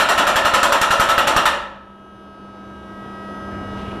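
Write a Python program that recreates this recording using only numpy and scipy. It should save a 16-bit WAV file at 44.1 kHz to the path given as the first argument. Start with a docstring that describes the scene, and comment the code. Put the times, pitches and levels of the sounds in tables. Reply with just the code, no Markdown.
"""A hydraulic breaker on a small demolition machine hammers concrete in a bare room, eleven times a second.
Each blow thumps the floor and rings the steel and the walls; some blows split the concrete.
After a second and a half it stops. Automatic gain control slowly turns the sound back up, uncovering
the whining pump and the cooling fan. Near the end the arm moves with a rumble and a hiss of oil."""
import sys
import numpy as np
from scipy import signal
from scipy.fft import rfft, irfft
from scipy.io import wavfile
from scipy.ndimage import uniform_filter1d

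SR = 44100
rng = np.random.default_rng(int(sys.argv[2]) if len(sys.argv) > 2 else 0)


def generate_wav(signal):
    """Clip the signal to [-1, 1] and save it as 16-bit WAV at the path in sys.argv[1]."""
    frames = np.transpose(np.atleast_2d(signal))
    scaled = np.clip(frames, -1, 1) * 32767
    pcm = np.round(scaled).astype(np.int16)
    wavfile.write(sys.argv[1], SR, pcm)


N = 176400

# The hammer blows. Each row: start in seconds, then strength, extra treble and floor thump in dB.
BLOWS = [(-.092, 6.5, 6.5, -8), (-.002, 1, 0.5, 6), (.0875, 1, 4, -8), (.178, 1.5, 0, -4),
         (.268, -0.5, 2, -4), (0.3578, 0, -1, 1), (0.4487, -2, .5, 0), (.537, -0.5, 2.5, 0),
         (.630, 0, 2.5, -2), (0.7223, 2.5, -1.5, 2.5), (0.8142, -.5, 2.5, 4), (0.9052, -.5, 2.5, 4),
         (0.9976, 2, 1.5, 8.5), (1.0886, 0, 1, -1), (1.1792, 2, -1.5, 5), (1.2715, 1, 1.5, 1),
         (1.3636, 3, -3.5, 9), (1.4551, 3, 0.5, -2)]
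# The notes of chisel and housing. Each row: pitch in Hz, level in dB, seconds to fade by 60 dB.
STEEL_NOTES = [(554, -8, 0.93), (597, -9.5, 0.5), (696, -9, .6), (863, -2.5, .5), (919, -6.5, 0.76),
               (1014, -16, 0.12), (1306, -4.5, 0.99), (1375, -13, 0.27), (1450, -5.5, 0.41),
               (1835, -6.5, 0.42), (2787, -5, 0.49), (4200, -13.5, 0.4), (5650, -14, .3), (7420, -8, .22),
               (8200, -20, .22), (8950, -19, 0.23), (9650, -22.5, .2), (10370, -19.5, .2),
               (11900, -12.5, 0.13), (12900, -11.5, .18)]
# The tone of a blow in the room. Each row: frequency in Hz, level in dB.
ECHO_COLOUR = [(30, -14.5), (62, -9.5), (105, -24), (200, -11), (350, -9), (480, -12), (540, 1), (640, 2),
               (760, -3), (1000, 0.5), (1180, -2), (1350, 6), (1560, -6.5), (1780, 0), (2050, -12),
               (2800, -7.5), (3900, -12.5), (4800, -22), (5700, -17.5), (6400, -24), (7300, -19),
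               (8000, -24), (10400, -24), (11000, -40), (13000, -28), (15000, -64)]
# How fast the room fills with sound. Each row: frequency in Hz, rise time in seconds.
ECHO_RISE = [(100, 0.0066), (600, 0.013), (1400, 0.0049), (4000, 0.0036)]
# How long the room rings. Each row: frequency in Hz, seconds to fade by 60 dB.
ECHO_FADE = [(60, 1.0), (250, 0.75), (700, 0.64), (1400, 0.6), (3000, 0.56), (6000, 0.42), (12000, 0.31)]
# How alike the blows' echoes are. Each row: frequency in Hz, shared part of the power from 0 to 1.
ECHO_ALIKE = [(500, 0.49), (1300, 0.37), (3000, 0.094), (9000, 0.048)]
# High pings of the chisel. Each row: start in seconds, pitch in Hz, level in dB.
PINGS = [(0, 4275, -8), (.4484, 7420, -13), (.63, 4275, -11), (.9972, 7420, -14), (1.2714, 7420, -14)]
# Concrete splitting. Each row: start in seconds, length in seconds, level in dB.
SPLITS = [(0.356, 0.0069, -14), (0.365, 0.0036, -14), (0.629, 0.0057, -8), (0.644, 0.0046, -13),
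          (.724, 0.0056, -9), (0.812, 0.0085, -7.5), (1, 0.0048, -17), (1.012, 0.0041, -15),
          (1.274, 0.0066, -5.5), (1.364, 0.0065, -7.5), (1.455, .012, -8.5)]
# Pump speed, sagging after the hammering. Each row: time in seconds, piston strokes per second.
PUMP_SPEED = [(0, 324), (1.6, 324), (1.9, 322.3), (2.3, 321.3), (2.8, 320.5), (3.3, 320), (4, 319.95)]
# The pump's harmonics. Each row: multiple of the stroke rate, relative level in dB.
PUMP_HARMONICS = [(1, -8), (2, -6.5), (3, -10), (4, -2.5), (5, -9.5), (6, -18.5), (7, -25.5), (8, -25),
                  (9, -19), (10, -25.5), (11, -28), (12, -29.5), (13, -37), (14, -32.5), (15, -41),
                  (16, -29.5), (17, -37.5), (18, -41.5), (19, -35), (20, -47), (21, -43.5), (22, -56),
                  (23, -42), (24, -82), (25, -49), (26, -51), (27, -50), (28, -43.5), (29, -42),
                  (30, -38.5), (31, -54), (32, -44.5), (33, -42), (34, -65), (35, -60), (36, -49),
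                  (37, -54), (38, -46.5), (39, -52), (40, -47)]
# The whine as the pump takes load. Each row: time in seconds, level change in dB.
PUMP_LOAD = [(1.8, 0.5), (2.6, 0), (3.3, 1), (3.6, -1), (3.9, -2.5)]
# Three harmonics swell their own way instead, listed by multiple. Each row: time in seconds, change in dB.
PUMP_SWELLS = {6: [(2.7, -8), (2.95, 1.5), (3.15, 7), (3.45, 4.5), (3.75, 1), (3.9, -4)], 9: [(1.9, -2),
               (2.6, -3.5), (3, -2), (3.45, -4), (3.78, 3.5), (3.95, 2)], 16: [(1.9, -10.5), (2.45, -1.5),
               (2.88, -5.5), (3.15, 3), (3.72, 2.5), (3.9, -2)]}
# Sounds of the arm. Each row: start, rise, hold and fade in seconds, centre and width in Hz,
# level and grit in dB.
ARM_SOUNDS = [(3.51, .035, .09, 0.56, 85, 68, -34, 1), (3.54, 0.023, 0.041, 0.025, 274, 103, -32, 3),
              (3.51, .008, 0.062, .05, 1900, 700, -48, 2), (3.765, .012, .1, .3, 2470, 1760, -48, 4)]
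# The rush of air and oil. Each row: frequency in Hz, relative level in dB.
RUSH_COLOUR = [(25, -7), (70, -4), (125, -1), (165, -8), (260, -1), (370, 0.5), (480, -5.5), (660, -5),
               (1000, -9.5), (1500, -14), (2150, -26), (3300, -26.5), (4600, -38.5), (7000, -45),
               (10000, -47), (14000, -62.5)]

SNAP_DB, SNAP_S, SNAP_HZ = -3, 0.0011, 2800  # first touch of the piston
CLANK_DB, CLANK_S, CLANK_HZ = 9.5, 0.003, 1320
THUMP_DB, THUMP_S, THUMP_HZ, JOLT_DB, JOLT_S = -9, 0.0043, 55.7, 3, 0.00065
BOOM_DB, BOOM_HZ, BOOM_FADE_S = -33.5, 64.5, 1.65  # the room's lowest note
STEEL_DB, STEEL_SCATTER_DB, STEEL_DETUNE_HZ, RUB_POINTS, RUB_TURNS = -8, 2.5, 10.04, 70, .15
ROOM_DB, TREBLE_HZ, RIPPLE_DB, RIPPLE_WIDTH_HZ = 1.35, 3550, 2, 130
EARLY_DB, EARLY_HOLD_S, EARLY_FADE_S = 2, .043, .012  # first echoes between the near walls
SPLIT_HZ, SPLIT_GRAIN_DB = 5300, 4
PUMP_DB, PUMP_WOBBLE, PUMP_FLICKER_DB, LOW_HARMONICS_DB, STANDING_WAVE_DB = -33, 0.000422, 0.6, -6, 2.5
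FAN_HZ, FAN_DB, FAN_FLICKER_DB = 199.2, -34, 2.5
MOTOR_HZ, MOTOR_DB, RUSH_DB = 71, -43.5, -32.5
LIMIT_DB, RECOVER_DB_PER_S, LEVEL_WINDOW_S = -12.5, 8, 0.042
LOW_CUT_HZ, TOP_HZ, CLIP_LEVEL = 32, 14700, .7


def breaker():
    """The piston hits the chisel: a snap, a clank, a thump in the floor, ringing steel and an echo."""
    t, out = np.arange(SR) / SR, np.zeros(N)
    for (start, strength_db, _, floor_db), echo in zip(BLOWS, room_echoes()):
        snap = undb(SNAP_DB) * band(SNAP_HZ, width_hz=2500)[:SR] * np.exp(-t / SNAP_S)
        clank_shape = t / CLANK_S * np.exp(1 - 2 * t / CLANK_S)
        clank = undb(CLANK_DB) * band(CLANK_HZ, width_hz=470)[:SR] * clank_shape
        thump = undb(THUMP_DB) * np.sin(2 * np.pi * THUMP_HZ * t) * np.exp(-t / THUMP_S)
        jolt = undb(JOLT_DB) * t / JOLT_S * np.exp(-t / JOLT_S)
        boom = undb(BOOM_DB) * np.sin(2 * np.pi * BOOM_HZ * t) * fade(t, BOOM_FADE_S)
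        strike = echo + steel_ring(t) + snap + clank + boom
        add(out, start, undb(strength_db) * strike + undb(floor_db) * (thump + jolt))
    return out


def steel_ring(t):
    """Chisel and housing ring roughly, rubbing on each other, a little differently at every blow."""
    hz, db, fade_s = np.array(STEEL_NOTES).T[:, :, None]
    scatter, detune, start_phase = rng.standard_normal((3, len(STEEL_NOTES), 1))
    rub_times = np.linspace(0, 1, RUB_POINTS)
    rub_values = rng.standard_normal((len(STEEL_NOTES), RUB_POINTS))
    rub = np.array([np.interp(t, rub_times, row) for row in rub_values])
    loudness = undb(db + STEEL_DB + STEEL_SCATTER_DB * scatter) * fade(t, fade_s)
    turns = (hz + STEEL_DETUNE_HZ * detune) * t + start_phase + RUB_TURNS * rub
    return (loudness * np.sin(2 * np.pi * turns)).sum(0) * rise(t, seconds=0.0028)


def room_echoes(band_count=20):
    """The walls answer each blow with an echo, partly the same and partly new; the treble dies first."""
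    t, f = np.arange(SR) / SR, np.fft.rfftfreq(SR, 1 / SR)
    phases = np.exp(2j * np.pi * rng.random((len(BLOWS) + 1, len(f))))
    alike = np.clip(look_up(f, ECHO_ALIKE), 0, 1)
    patterns = np.sqrt(alike) * phases[0] + np.sqrt(1 - alike) * phases[1:]
    colour = undb(look_up(f, ECHO_COLOUR))
    colour = colour / np.std(irfft(colour * phases[0]))
    treble = undb(np.array(BLOWS)[:, 2:3] * f ** 2 / (f ** 2 + TREBLE_HZ ** 2))
    # The chisel sits differently at every blow, favouring other notes.
    ripple = unit(uniform_filter1d(rng.standard_normal((len(BLOWS), len(f))), RIPPLE_WIDTH_HZ))
    spectra = patterns * colour * treble * undb(RIPPLE_DB * ripple)
    centres = np.geomspace(40, TOP_HZ, band_count)
    echoes = 0
    for hz, this_band in zip(centres, np.eye(band_count)):
        shape = rise(t, look_up(hz, ECHO_RISE)) * fade(t, look_up(hz, ECHO_FADE))
        echoes = echoes + irfft(spectra * np.interp(f, centres, this_band)) * shape
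    early_boost = undb(EARLY_DB * (1 - np.tanh((t - EARLY_HOLD_S) / EARLY_FADE_S)) / 2)
    return echoes * early_boost * undb(ROOM_DB)


def chisel_pings():
    """Now and then a blow leaves one high note of the chisel singing."""
    t, out = np.arange(SR) / SR, np.zeros(N)
    shape = rise(t, seconds=.012) * fade(t, seconds=0.2)
    for start, hz, db in PINGS:
        add(out, start, undb(db) * np.sin(2 * np.pi * hz * t) * shape)
    return out


def concrete():
    """Under some blows the concrete splits with a short, bright, grainy crack."""
    t, out = np.arange(SR) / SR, np.zeros(N)
    for start, length, db in SPLITS:
        hiss = band(SPLIT_HZ, width_hz=10000)[:SR]
        grains = unit(hiss * undb(SPLIT_GRAIN_DB * drift(900)[:SR]))
        shape = 2 * t / length * np.exp(1 - 2 * t / length)
        add(out, start, undb(db) * grains * shape)
    return out


def pump(t):
    """The pump's pistons whine in many wavering harmonics: tones at multiples of their stroke rate."""
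    hz = np.interp(t, *np.array(PUMP_SPEED).T) * (1 + PUMP_WOBBLE * drift(13.8))
    phase, out = 2 * np.pi * np.cumsum(hz) / SR, 0
    for multiple, db in PUMP_HARMONICS:
        if multiple < 4:
            db += LOW_HARMONICS_DB
        swell_db = np.interp(t, *np.array(PUMP_SWELLS.get(multiple, PUMP_LOAD)).T)
        # Each tone grows and fades as the microphone drifts through the room's loud and quiet spots.
        spot_db = STANDING_WAVE_DB * min(multiple / 10, 1) * drift(4.1)
        flicker_db = PUMP_FLICKER_DB * drift(14)
        tone = np.sin(multiple * phase + 2 * np.pi * rng.random())
        out = out + undb(db + swell_db + spot_db + flicker_db) * tone
    return np.sqrt(2) * undb(PUMP_DB) * out


def arm(t):
    """The arm shifts: a low rumble, a soft scrape, then a gritty hiss of oil through a valve."""
    out = 0
    for start, rise_s, hold_s, fade_s, hz, width_hz, db, grit_db in ARM_SOUNDS:
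        onset = np.clip((t - start) / rise_s, 0, 1)
        ending = np.exp(-np.maximum(t - start - rise_s - hold_s, 0) / fade_s)
        gritty_noise = unit(band(hz, width_hz) * undb(grit_db * drift(width_hz / 4)))
        out = out + undb(db) * onset * ending * gritty_noise
    return out


def motor_and_fan():
    """The motor drones under the hum of its fan blades and a steady rush of air and oil."""
    fan_hz = FAN_HZ * (1 + 0.0017 * drift(8.5))
    phase = 2 * np.pi * np.cumsum(fan_hz) / SR
    fan = unit(np.sin(phase) * undb(FAN_FLICKER_DB * drift(60)))
    rush = noise(lambda f: undb(look_up(f, RUSH_COLOUR))) * undb(0.53 * drift(25))
    drone = band(MOTOR_HZ, width_hz=7.1)
    return undb(FAN_DB) * fan + undb(MOTOR_DB) * drone + undb(RUSH_DB) * rush


def undb(db):
    """Turn decibels into a number to multiply by."""
    return 10 ** (np.asarray(db) / 20)


def unit(x):
    """Scale a sound to an average power of 1."""
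    return x / np.sqrt(np.mean(x ** 2))


def rise(t, seconds):
    """Climb from 0 towards 1, getting about two thirds of the way in the given time."""
    return 1 - np.exp(-t / seconds)


def fade(t, seconds):
    """Die away by 60 dB in the given time."""
    return np.exp(-np.log(1000) * t / seconds)


def look_up(hz, table):
    """Read between a table's rows, giving every octave equal room."""
    f, values = np.array(table).T
    return np.interp(np.log(np.maximum(hz, 1)), np.log(f), values)


def noise(gain):
    """Noise of power 1, with gain(Hz) setting its tone."""
    f = np.fft.rfftfreq(N, 1 / SR) + 1
    return unit(irfft(rfft(rng.standard_normal(N)) * gain(f), N))


def band(hz, width_hz):
    """Noise gathered around one frequency."""
    return noise(lambda f: 1 / (1 + ((f - hz ** 2 / f) / width_hz) ** 2))


def drift(rate_hz):
    """A smooth random wander, about 1 in size."""
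    return noise(lambda f: 1 / (1 + (f / rate_hz) ** 2) ** 2)


def add(out, start, x):
    """Mix x in from a start time in seconds, which may lie before zero."""
    i = int(start * SR)
    x = x[max(-i, 0):N - i]
    out[max(i, 0):max(i, 0) + len(x)] += x


def scene():
    """All the sources reach one microphone."""
    t = np.arange(N) / SR
    return (breaker() + chisel_pings() + concrete() + pump(t) + motor_and_fan() + arm(t))[None]


def record(dry):
    """Gain control turns loud sound down at once and recovers slowly; deep bass and top treble are cut."""
    power = uniform_filter1d(dry[0] ** 2, int(LEVEL_WINDOW_S * SR))
    allowed_db = np.minimum(LIMIT_DB - 10 * np.log10(np.maximum(power, 1e-12)), 0)
    recovery_db = RECOVER_DB_PER_S * np.arange(N) / SR
    gain_db = np.minimum.accumulate(allowed_db - recovery_db) + recovery_db
    bass_cut = signal.butter(1, LOW_CUT_HZ, "high", fs=SR, output="sos")
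    treble_cut = signal.ellip(8, .2, 80, TOP_HZ, fs=SR, output="sos")
    x = signal.sosfilt(bass_cut, dry * undb(gain_db))
    x = x / (1 + (x / CLIP_LEVEL) ** 4) ** .25  # round off the peaks
    return signal.sosfilt(treble_cut, x)


dry = scene()
out = record(dry)
generate_wav(out)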